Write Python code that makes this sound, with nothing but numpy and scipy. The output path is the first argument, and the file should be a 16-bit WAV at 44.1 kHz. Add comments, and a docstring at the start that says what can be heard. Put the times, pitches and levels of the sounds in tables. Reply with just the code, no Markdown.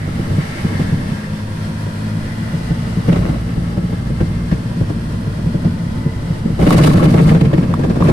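"""Car cabin, bridge deck to gravel

Inside a car on a concrete bridge deck: a brief stretch of stones at 3 s, a drop onto gravel at 6.6 s.
Engine: summed firing harmonics and gear whines. Tyres: noise through cabin modes, hiss, a narrow tread band.
Bumps: force bursts through cabin and trim responses. Gravel: random grains, crunches, knocks, snaps, clunks.
Close echoes comb the treble; a look-ahead limiter holds the peaks."""
import sys
import numpy as np
from scipy import signal
from scipy.fft import rfft, irfft, next_fast_len
from scipy.io import wavfile
from scipy.ndimage import uniform_filter1d, minimum_filter1d

SR = 44100
rng = np.random.default_rng(int(sys.argv[2]) if len(sys.argv) > 2 else 0)


def dump_mix(stems):
    """Bounce the given channels to the path in sys.argv[1] as a 16-bit WAV at rate SR."""
    frames = np.atleast_2d(stems).T  # one column per channel
    limited = np.clip(frames, -1, 1)  # hard clip at full scale
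    pcm = np.round(limited * 32767).astype(np.int16)
    wavfile.write(sys.argv[1], SR, pcm)


N = 358091


def undb(db):
    """Decibels to amplitude gain."""
    return 10 ** (np.asarray(db) / 20)


def unit(x):
    """Scale to rms 1."""
    return x / np.sqrt(np.mean(x ** 2) + 1e-18)


def curves(table):
    """Each column of a timed table, interpolated per sample."""
    time_s, *columns = np.transpose(table)
    return [np.interp(np.arange(N) / SR, time_s, column) for column in columns]


def bins(size):
    """Spectrum frequencies in Hz, floored at 1."""
    return np.maximum(np.fft.rfftfreq(size, 1 / SR), 1)


def gains(points, size):
    """Gain per bin from (freq_hz, level_db) points, on a log frequency axis."""
    hz, db = np.transpose(points)
    return undb(np.interp(np.log(bins(size)), np.log(hz), db))


def causal(gain):
    """Minimum-phase response with these gains: it rings only after a blow."""
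    cepstrum = irfft(np.log(gain))
    half = len(cepstrum) // 2
    cepstrum[1:half] *= 2
    cepstrum[half + 1:] = 0
    return np.exp(rfft(cepstrum))


# cabin air and panel modes: freq_hz, width_hz, level_db
CABIN_MODES = [(29.18, 7.1, -24), (58.2, 47, -0.5), (98.1, 6.1, 5.5), (143.8, 39, 1), (175.2, 27.4, 0),
               (233.5, 45, -4.5), (296.4, 19, -11.5), (342.2, 26, -9.5), (449.7, 21.4, -10.5),
               (550, 130, -17.5)]


def cabin(size):
    """Gain per bin of the cabin's resonances, summed in power."""
    f = bins(size)
    power = 0
    for hz, width_hz, db in CABIN_MODES:
        detuning = (f * f - hz * hz) / (f * width_hz)
        power = power + undb(2 * db) / (1 + detuning ** 2) ** 1.594
    return np.sqrt(power)


# stereo width at the two microphones: freq_hz, side_minus_mid_db
STEREO_WIDTH = [(40, -18), (120, -24), (190, -18.5), (260, -14.5), (350, -5.5), (600, -1), (1200, 2.5),
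                (3000, -1), (15000, 0.5)]


def response(gain):
    """Mid and side responses: long waves reach both microphones alike."""
    size = 2 * (len(gain) - 1)
    return np.array([causal(gain), causal(gain * gains(STEREO_WIDTH, size))])


def radiate(force, gain):
    """Two rows of force through a response -> mid and side, with the mid at rms 1."""
    out = signal.fftconvolve(force, irfft(response(gain)), axes=1)[:, :N]
    return out / np.sqrt(np.mean(out[0] ** 2))


def walk(rate_hz):
    """Gaussian points, rate_hz per second, joined by straight lines."""
    steps = rng.standard_normal(2048)
    return 0.707 * np.interp(np.arange(N) / SR * rate_hz, np.arange(len(steps)), steps)


def grains(per_s, spread_db, length_s):
    """Stone contacts at chance moments and strengths, each a short decaying scatter of force."""
    strength = undb(spread_db * np.minimum(rng.exponential(size=N), 4))
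    hits = (rng.random(N) < per_s / SR) * strength
    power = signal.lfilter([1], [1, -np.exp(-2 / (length_s * SR))], hits ** 2)
    return unit(np.sqrt(power) * rng.standard_normal((2, N)))


def add(out, start_s, sound):
    """Mix a sound in at start_s."""
    i = max(int(start_s * SR), 0)
    out[:, i:i + sound.shape[1]] += sound[:, :max(N - i, 0)]


def envelope(start_s, hold_s, attack_s, release_s, sag_db_per_s):
    """Linear attack, a hold that sags, exponential release."""
    t = np.arange(N) / SR - start_s
    sag = np.log(10) / 20 * sag_db_per_s * np.clip(t, 0, hold_s)
    fall = sag + np.maximum(t - hold_s, 0) / release_s
    return np.clip(t / attack_s, 0, 1) * np.exp(-np.minimum(fall, 20))


# engine speed: time_s, firing_hz
FIRING_RATE = [(0, 48.9), (.5, 49.7), (1.2, 52.26), (1.95, 53.02), (2.7, 55.3), (3.4, 57.4), (3.95, 58.03),
               (4.65, 57.72), (5.05, 55.58), (5.7, 55.92), (6.5, 55.1)]
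# firing harmonics: order, full_load_db, coasting_db (relative to effort level)
FIRING_ORDERS = [(1, -22.5, -3.5), (2, -5.5, -3.5), (3, -6.5, -6.5), (4, -6, -10), (5, -13.5, -56),
                 (6, -20.5, -32), (8, -31, -36)]
# engine effort: time_s, throttle_0_to_1, level_db
EFFORT = [(0, 0.1, -32), (.5, 0.9, -39), (.9, 0.92, -24), (2.2, 0.83, -22.5), (3.2, 0, -23),
          (8.12, 0.67, -30)]
# drivetrain whines: start_s, end_s, order, level_db
GEAR_WHINES = [(0.963, 2.4, 18, -52.5), (2.1, 3.1, 16, -48.5), (2.07, 4.7, 36, -55), (5.64, 6.6, 16, -47.5),
               (5.65, 6.7, 18, -51), (5.8, 6.39, 36, -53), (0.87, 2.4, 10, -45.5)]


def engine(waver_db=4.0, whine_waver_db=3.0, drift=0.003, hum_side_db=-28, whine_side_db=-12):
    """Firing harmonics, balanced by load, and thin whines geared to the same shaft."""
    firing_hz, = curves(FIRING_RATE)
    load, effort_db = curves(EFFORT)
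    t = np.arange(N) / SR
    phase = 2 * np.pi * np.cumsum(firing_hz * (1 + drift * walk(14))) / SR
    hum, whine = 0, 0
    for order, pull_db, coast_db in FIRING_ORDERS:
        order_db = effort_db + coast_db + load * (pull_db - coast_db) + waver_db * walk(8.7)
        hum = hum + undb(order_db) * np.sin(round(order) * phase + 2 * np.pi * rng.random())
    for start_s, end_s, order, db in GEAR_WHINES:
        fade = np.clip(np.minimum(t - start_s, end_s - t) / 0.3, 0, 1)
        whine = whine + fade * undb(db + whine_waver_db * walk(20)) * np.sin(round(order) * phase)
    side = undb(hum_side_db) * hum + undb(whine_side_db) * whine
    return np.sqrt(2) * np.array([hum + whine, side])


# drumming of the firm surface: time_s, relative_db
FIRM_SURFACE = [(0, -25), (.33, -21.5), (.47, -29.5), (.72, -20), (1.35, -29.5), (2.2, -26), (3.8, -23.5),
                (4.5, -24.5), (6.5, -23.5)]
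# stretches of loose stones: start_s, length_s, drumming_db, crunch_db, grit_db (all relative)
STONE_PATCHES = [(3.036, 0.24, -22, -32, -46), (6.587, 0.69, -12, -26, -36.5), (7.422, 0.69, -19, -36, -64),
                 (8.02, 0.077, -12.5, -23.5, -39)]
PATCH_ATTACK_S, PATCH_RELEASE_S = 0.027, 0.12
DRUM_SAG_DB_PER_S, STONE_SAG_DB_PER_S = 1.5, 0.5  # the tyres settle into each stretch


def drumming():
    """Level in dB at which the surface shakes the wheels: firm surface plus each stretch of stones."""
    power = undb(curves(FIRM_SURFACE)[0]) ** 2
    for start_s, length_s, db, _, _ in STONE_PATCHES:
        shape = envelope(start_s, length_s, PATCH_ATTACK_S, PATCH_RELEASE_S, DRUM_SAG_DB_PER_S)
        power = power + (undb(db) * shape) ** 2
    return 10 * np.log10(power)


# drumming force spectrum: freq_hz, level_db
DRUM_SPECTRUM = [(25, -19), (70, -8.5), (120, -0.5), (250, 1.5), (330, -1.5), (600, -5), (1200, 5),
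                 (4000, -18.5)]
# long-wave rumble spectrum: freq_hz, level_db
DEEP_SPECTRUM = [(12, 19), (25, -19), (45, -10), (68, -12), (100, -9), (200, -37.5)]


def road(gain_db=1, flutter_db=1.0, deep_db=-15, deep_share=0.54):
    """Surface texture drums through suspension into cabin; long waves in the road rumble more evenly."""
    db = drumming()
    modes = cabin(8192)
    force = grains(per_s=1500, spread_db=0.85, length_s=0.0028) * undb(flutter_db * walk(27))
    drum = radiate(force, modes * gains(DRUM_SPECTRUM, size=8192)) * undb(db + gain_db)
    deep = radiate(rng.standard_normal((2, N)), modes * gains(DEEP_SPECTRUM, size=8192))
    return drum + deep * undb(deep_db + deep_share * db)


# tyre and air hiss: time_s, relative_db
HISS_LEVEL = [(0, -42.5), (.5, -38), (1.4, -42), (3.1, -40.5), (3.5, -43), (5.1, -43.5)]
# hiss spectrum: freq_hz, level_db
HISS_SPECTRUM = [(250, -7), (450, -5.5), (620, -3), (740, -10), (910, -8.5), (1080, -9), (1220, -12.5),
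                 (1340, -7.5), (1480, -11), (1950, -10), (2300, -17), (3150, -16), (3650, -19.5),
                 (4100, -18.5), (5100, -20), (7000, -28.5), (8100, -24.5), (10500, -27.5), (12500, -34.5),
                 (15500, -44)]


def hiss(gain_db=5, flutter_db=1.0, direct_db=-11):
    """Treads and passing air as noise; a part arrives from one side, reaching the left microphone first."""
    db, = curves(HISS_LEVEL)
    colour = gains(HISS_SPECTRUM, size=8192)
    air = radiate(rng.standard_normal((2, N)), colour)
    left = radiate(rng.standard_normal((2, N)), colour)[0]
    right = np.roll(left, 18)  # delay in samples
    direct = np.array([left + right, left - right]) / np.sqrt(2)
    air = air + undb(direct_db) * direct
    return air * undb(db + gain_db + flutter_db * walk(22.06))


# tread band on the bridge deck: time_s, level_db, centre_hz
TREAD_BAND = [(0, -43, 1924), (.3, -47.5, 1844), (.52, -38, 2010), (.68, -42, 1925), (.85, -41.5, 1896),
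              (1.3, -45.5, 1850), (1.55, -61, 1860), (2.0, -55, 1763), (2.3, -46, 1863), (2.8, -54, 1663),
              (3.4, -65, 1640)]


def tread_song(width_hz=560, swell_db=3, wander_hz=90):
    """Narrow band of tread noise that swells and slides with the grain of the deck."""
    db, hz = curves(TREAD_BAND)
    lowpass = signal.butter(2, width_hz / 2, fs=SR, output="sos")
    slow = signal.sosfilt(lowpass, rng.standard_normal((2, 2, N)))
    phase = 2 * np.pi * np.cumsum(hz + wander_hz * walk(9.8)) / SR
    band = unit(slow[0] * np.cos(phase) + slow[1] * np.sin(phase))
    return band * undb(db + swell_db * walk(16.9))


# chance blows: boom relative to drumming, rattle relative to boom
JOLTS_PER_S, JOLT_DB, JOLT_SPREAD_DB, JOLT_RATTLE_DB = 4, 4.5, 1.5, -16.5


def jolts():
    """Lesser wheel blows at chance moments, as strong as the surface is rough; rows as in WHEEL_BLOWS."""
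    surface_db, chance = drumming(), rng.random((64, 2))
    times_s = (np.arange(len(chance)) + chance[:, 0]) / JOLTS_PER_S
    rows = []
    for time_s, u in zip(times_s, chance[:, 1]):
        if time_s < N / SR:
            db = surface_db[int(time_s * SR)] + JOLT_DB + JOLT_SPREAD_DB * (2 * u - 1)
            rows.append((time_s, db, JOLT_RATTLE_DB))
    return rows


# wheel blows: time_s, boom_peak_db (before limiter), rattle_relative_db
WHEEL_BLOWS = [(0.074, -16.5, -7), (0.191, -8.5, -13), (.301, -10.5, -8), (0.379, -4, -18.5),
               (0.643, -4.5, -16), (.794, -8, -8), (.922, -4.5, -27), (1.019, -22, -14), (1.113, -9, -23),
               (1.863, -16, -7), (2.535, -10, -23), (2.702, -5.5, -12), (2.869, -13.5, -9),
               (2.968, -8, -12), (3.08, -2.5, -11), (3.098, -8, -19), (3.125, -5.5, -4.5),
               (3.159, -13.5, 4.5), (3.188, -10.5, -18), (3.207, -11, -22), (3.263, -20, 1),
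               (3.285, -10.5, -4.5), (3.321, -12.5, -13), (3.362, -14.5, -10), (3.573, -6.5, -17),
               (3.771, -7.5, -7.5), (3.837, -12, -10.5), (3.925, -10, -10), (4.1, -9.5, -17),
               (4.206, -4, -11.5), (4.517, -4, -9.5), (4.807, -5.5, -14.5), (4.898, -8.5, -6.5),
               (5.138, -10.5, -18), (5.271, -10, -16), (5.387, -12, -11), (5.459, -9, -12),
               (5.544, -4.5, -25), (5.649, -2, -11.5), (6.057, -6, -18), (6.299, -9.5, -22),
               (6.451, -5.5, -19), (6.498, -13.5, -9), (6.592, -10, 0.5), (6.625, -6, -1),
               (6.666, -0.5, -4.5), (6.71, -4.5, -1), (6.744, 1, -4.5), (6.8, 2.5, -6), (6.845, 2.5, -4),
               (6.878, 3, -7), (6.942, 6, -4.5), (7.03, -2, -2.5), (7.06, 3, -5.5), (7.142, 1.5, -4),
               (7.195, -1, -6.5), (7.222, -5, -17), (7.277, -7.5, -10), (7.311, -1, -7.5), (7.349, 3.5, -7),
               (7.412, 5, -11), (7.449, -2, -13), (7.532, -5, -6), (7.577, -0.5, -9), (7.629, -9, -4),
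               (7.699, -8.5, -8), (7.793, -12, 0.5), (7.837, -8.5, -0.5), (7.9, -12, 1), (7.958, -6.5, -6),
               (8.006, -2, -4), (8.052, -11, 1), (8.085, -5.5, -0.5)]
# boom spectrum: freq_hz, level_db
BOOM_SPECTRUM = [(25, -4.5), (70, -11.5), (120, -2.5), (172, 1.5), (240, -8.5), (320, -8), (450, -8),
                 (700, -17), (2000, -40.5)]
# trim rattle spectrum: freq_hz, level_db
RATTLE_SPECTRUM = [(150, -28.5), (300, 13.5), (350, 7.5), (390, 4.5), (450, 4.5), (600, 0.5), (800, -6.5),
                   (1100, -12.5), (2500, -24.5), (4000, -29.5), (9000, -40), (15000, -50)]


def bumps(boom_s=0.00848, rattle_s=0.0068, rattle_db=-2, lead_s=.0035, scatter=1.17, size=8192):
    """A blow is one push amid smaller ones, dying in the cabin's modes; the trim chatters with it."""
    out, t = np.zeros((2, N)), np.arange(size) / SR
    body = response(cabin(size) * gains(BOOM_SPECTRUM, size))
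    trim = response(gains(RATTLE_SPECTRUM, size))
    soft_ends = signal.windows.tukey(size, .03)
    for time_s, db, rel_db in WHEEL_BLOWS + jolts():
        blow = (body, boom_s, 1, db)
        chatter = (trim, rattle_s, 0, db + rel_db + rattle_db)
        for path, rise_s, push, peak_db in blow, chatter:
            swell = t / rise_s * np.exp(-t / rise_s)
            force = scatter * unit(rng.standard_normal((2, size)) * swell) / np.sqrt(size)
            force[:, int(rise_s * SR)] += push * rng.choice([-1, 1], size=2)
            spectrum = rfft(force)
            # flatten: a blow reaches all modes alike
            even = spectrum / np.sqrt(uniform_filter1d(np.abs(spectrum) ** 2, size=25) + 1e-9)
            ring = irfft(even * path) * soft_ends
            add(out, time_s - lead_s, ring * undb(peak_db) / np.abs(ring[0]).max())
    return out


# treads throwing stones: time_s, crunch_db, grit_db
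STONE_SPRAYS = [(6.663, -22, -31), (6.72, -15, -24), (6.776, -23, -27), (6.839, -17, -22)]
SPRAY_ATTACK_S, SPRAY_DECAY_S = 0.015, 0.044


def stone_flow():
    """Crunch and grit strength: nearly steady on each stretch, surging with each spray."""
    power = np.zeros((2, N))
    for start_s, length_s, _, crunch_db, grit_db in STONE_PATCHES:
        shape = envelope(start_s, length_s, PATCH_ATTACK_S, PATCH_RELEASE_S, STONE_SAG_DB_PER_S)
        power += np.outer(undb([crunch_db, grit_db]), shape) ** 2
    for time_s, crunch_db, grit_db in STONE_SPRAYS:
        start_s = time_s - SPRAY_ATTACK_S / 2
        shape = envelope(start_s, SPRAY_ATTACK_S, SPRAY_ATTACK_S, SPRAY_DECAY_S, STONE_SAG_DB_PER_S)
        power += np.outer(undb([crunch_db, grit_db]), shape) ** 2
    return np.sqrt(power)


# crunch spectrum: freq_hz, level_db
CRUNCH_SPECTRUM = [(150, -7.5), (310, 19.5), (400, 4.5), (620, 11.5), (800, -6.5), (1150, -4.5), (1600, -6),
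                   (2400, -7), (3500, -20), (6000, -45), (15000, -49)]
# underbody panel modes: freq_hz, width_hz, level_db
PANEL_MODES = [(1058, 90, 11), (1360, 38, -2), (2230, 550, -9), (3100, 350, -25)]
# grit spectrum, also of snaps: freq_hz, level_db
GRIT_SPECTRUM = [(1000, 7.5), (2500, 0), (4300, 2), (5600, -4), (7000, -7), (8000, -4.5), (10500, -5),
                 (12500, -14), (15500, -17)]


def gravel(clump_db=8.5, grit_clump_db=3.5, pebble_db=-11.5):
    """Stones grind in clumps under treads, pebbles ring the underbody, grit sprays the wheel wells."""
    coarse, fine = stone_flow()
    crunch_force = grains(per_s=320, spread_db=0.0, length_s=0.0016)
    crunch = radiate(crunch_force, gains(CRUNCH_SPECTRUM, size=8192))
    panel = 0
    for hz, width_hz, db in PANEL_MODES:
        panel = panel + undb(db) / (1 + (2 * (bins(8192) - hz) / width_hz) ** 2) ** 0.52
    pebbles = radiate(grains(per_s=69, spread_db=3.0, length_s=0.0046), panel)
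    grit_force = grains(per_s=2100, spread_db=1.5, length_s=0.0042)
    grit = radiate(grit_force, gains(GRIT_SPECTRUM, size=8192))
    stones = crunch * undb(clump_db * walk(55)) + pebbles * undb(pebble_db)
    return stones * coarse + grit * fine * undb(grit_clump_db * walk(77))


# loose-panel clunks on hard blows: time_s, peak_db, ring_hz
PANEL_CLUNKS = [(3.082, -16, 314), (5.543, -17, 315), (6.666, -15, 349), (7.531, -8, 322),
                (8.085, -17, 362)]


def clunks(width_hz=32, overtone=1.736, overtone_db=-11, size=8192):
    """A loose panel swings up and dies away in two hollow modes, at a pitch set by where it is hit."""
    out, f = np.zeros((2, N)), bins(size)
    for time_s, db, hz in PANEL_CLUNKS:
        low, high = (1 / (1 + (2 * (f - k * hz) / (k * width_hz)) ** 2) for k in (1, overtone))
        path = response(low + undb(overtone_db) * high)
        ring = irfft(path * rng.choice([-1, 1], size=(2, 1)))
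        add(out, time_s, ring * undb(db) / np.abs(ring[0]).max())
    return out


# single stones crushed under a tread: time_s, level_db, body_hz, rise_s
CRUSHED_STONES = [(3.124, -31, 2500, 0.0037), (3.157, -34, 1700, 0.0057), (3.283, -41, 1300, 0.016),
                  (4.197, -35, 1490, 0.0068), (4.512, -33, 1480, 0.004), (4.524, -41, 2200, .005),
                  (5.645, -39, 1300, 0.0071), (6.655, -41, 2385, 0.0046), (6.724, -28, 1500, .005),
                  (6.776, -35, 3400, 0.0038), (6.79, -28, 1400, 0.016), (6.834, -23.5, 2670, 0.005),
                  (6.867, -30, 1360, 0.0054), (6.897, -33, 1500, 0.0064), (6.933, -37, 1610, 0.0099),
                  (7.032, -41, 2400, 0.0033), (7.054, -29, 2390, 0.0032), (7.102, -43, 6050, .003),
                  (7.139, -32, 2200, 0.0027), (7.18, -29, 1800, 0.0078), (7.277, -44, 4500, .003),
                  (7.288, -27, 1910, 0.006), (7.346, -28, 1680, 0.008), (7.408, -30.5, 2560, 0.0045),
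                  (7.45, -32, 2080, 0.0036), (7.531, -31, 1900, .004), (7.578, -31.5, 1885, 0.0034),
                  (7.632, -37, 1914, 0.0026), (7.839, -42, 1700, 0.0039), (7.894, -43, 4230, .003),
                  (8.057, -34, 1760, 0.0066), (8.085, -29.5, 2000, 0.004)]


def crunches(sharpness=1.46, skirt=0.94, cracks_per_s=3200, size=4096):
    """A stone gives way under a tread: a short volley of cracks, coloured by the size of the stone."""
    out, t, f = np.zeros((2, N)), np.arange(size) / SR, bins(size)
    for time_s, db, hz, rise_s in CRUSHED_STONES:
        swell = t / rise_s * np.exp(1 - t / rise_s)
        cracks = (rng.random((2, size)) < cracks_per_s / SR) * rng.standard_normal((2, size)) * swell
        body = causal(1 / (1 + (sharpness * (f / hz - hz / f)) ** 2) ** skirt + 1e-3)
        volley = unit(irfft(rfft(cracks) * body)) * np.sqrt(np.mean(swell ** 2))
        add(out, time_s, volley * undb(db))
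    return out


# stones that knock the body: time_s, level_db, ring_hz, crack_share_0_to_1
BODY_KNOCKS = [(3.161, -27, 1200, .8), (6.707, -1.5, 1094, 0.54), (6.874, -2, 1160, 0.72),
               (6.996, -9.5, 1096, .6), (7.177, -11, 1070, 0.84), (7.739, -6, 1120, 0.74),
               (7.837, -21, 1570, .9), (8.024, -6.5, 1110, 0.45), (8.044, -13, 1090, 0.52)]


def knocks(t60_s=0.031, crack_db=-3, crack_s=0.0018, size=4096):
    """A thrown stone cracks against the body and rings a damped panel."""
    out, t = np.zeros((2, N)), np.arange(size) / SR
    for time_s, db, hz, crack in BODY_KNOCKS:
        ring = np.sin(2 * np.pi * hz * t + np.array([[0], [1]])) * np.exp(-np.log(1000) * t / t60_s)
        band = signal.butter(2, [0.63 * hz, 1.18 * hz], "band", fs=SR, output="sos")
        tick = unit(signal.sosfilt(band, rng.standard_normal((2, size)))) * np.exp(-t / crack_s)
        knock = (1 - crack) * ring + crack * undb(crack_db) * tick
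        add(out, time_s, undb(db) * knock * np.array([[1], [.7]]))  # mid, side
    return out


# stones that split: time_s, relative_peak_db
STONE_SNAPS = [(6.705, -11.5), (6.732, -18), (6.846, -10), (6.971, -23), (6.995, -26), (7.036, -20),
               (7.058, -26), (7.105, -20), (7.279, -20), (7.412, -25), (7.739, -25)]


def snaps(gain_db=-2, decay_s=0.0061, size=2048):
    """A stone splits at once: a sudden decaying noise burst as bright as the grit."""
    out, t = np.zeros((2, N)), np.arange(size) / SR
    path = response(gains(GRIT_SPECTRUM, size))
    for time_s, db in STONE_SNAPS:
        burst = irfft(rfft(rng.standard_normal((2, size)) * np.exp(-t / decay_s)) * path)
        add(out, time_s, burst * undb(db + gain_db) / np.abs(burst[0]).max())
    return out


def reflections(x, count=40, wet=.4, span_s=.014, sway_hz=.3):
    """Glass and dashboard echoes comb the treble at each microphone and shift as the microphones sway."""
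    echoes = np.zeros((4, 2048))
    for row in echoes:
        delay_s = rng.uniform(.001, span_s, count)
        row[(delay_s * SR).astype(int)] = rng.standard_normal(count) * np.exp(-2 * delay_s / span_s)
        row *= wet / np.linalg.norm(row)
    treble = signal.sosfilt(signal.butter(2, 900, "high", fs=SR, output="sos"), x)
    here = signal.fftconvolve(treble, echoes[:2], axes=1)[:, :N]
    there = signal.fftconvolve(treble, echoes[2:], axes=1)[:, :N]
    sway = 2 * np.pi * sway_hz * np.arange(N) / SR
    return x + here * np.cos(sway) + there * np.sin(sway)


# uneven cabin colour: freq_hz, left_minus_right_db
LEFT_RIGHT_LEAN = [(60, -2), (110, 0.5), (200, 0), (380, 3), (700, -3), (1290, -1), (2380, 2), (4400, 1.5),
                   (8120, 0.5), (15000, -1)]


def scene():
    """All sources as mid and side, then left and right with the cabin's uneven colour."""
    rolling = engine() + road() + hiss() + tread_song() + bumps()
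    stones = gravel() + clunks() + crunches() + knocks() + snaps()
    mid, side = rolling + stones
    size = 2 * next_fast_len(N // 2 + 4096)
    lean = np.sqrt(gains(LEFT_RIGHT_LEAN, size))
    spectra = rfft([mid + side, mid - side], size) * np.array([lean, 1 / lean])
    return reflections(irfft(spectra)[:, :N])


def record(dry, ceiling=1.0, top_hz=15400):
    """A fast look-ahead limiter holds the booms; a steep low-pass cuts the top."""
    need = np.minimum(1, ceiling / (np.abs(dry).max(axis=0) + 1e-9))
    gain = uniform_filter1d(minimum_filter1d(need, size=301), size=301)
    return signal.sosfilt(signal.ellip(8, .2, 70, top_hz, fs=SR, output="sos"), dry * gain)


dry = scene()
out = record(dry)
dump_mix(out)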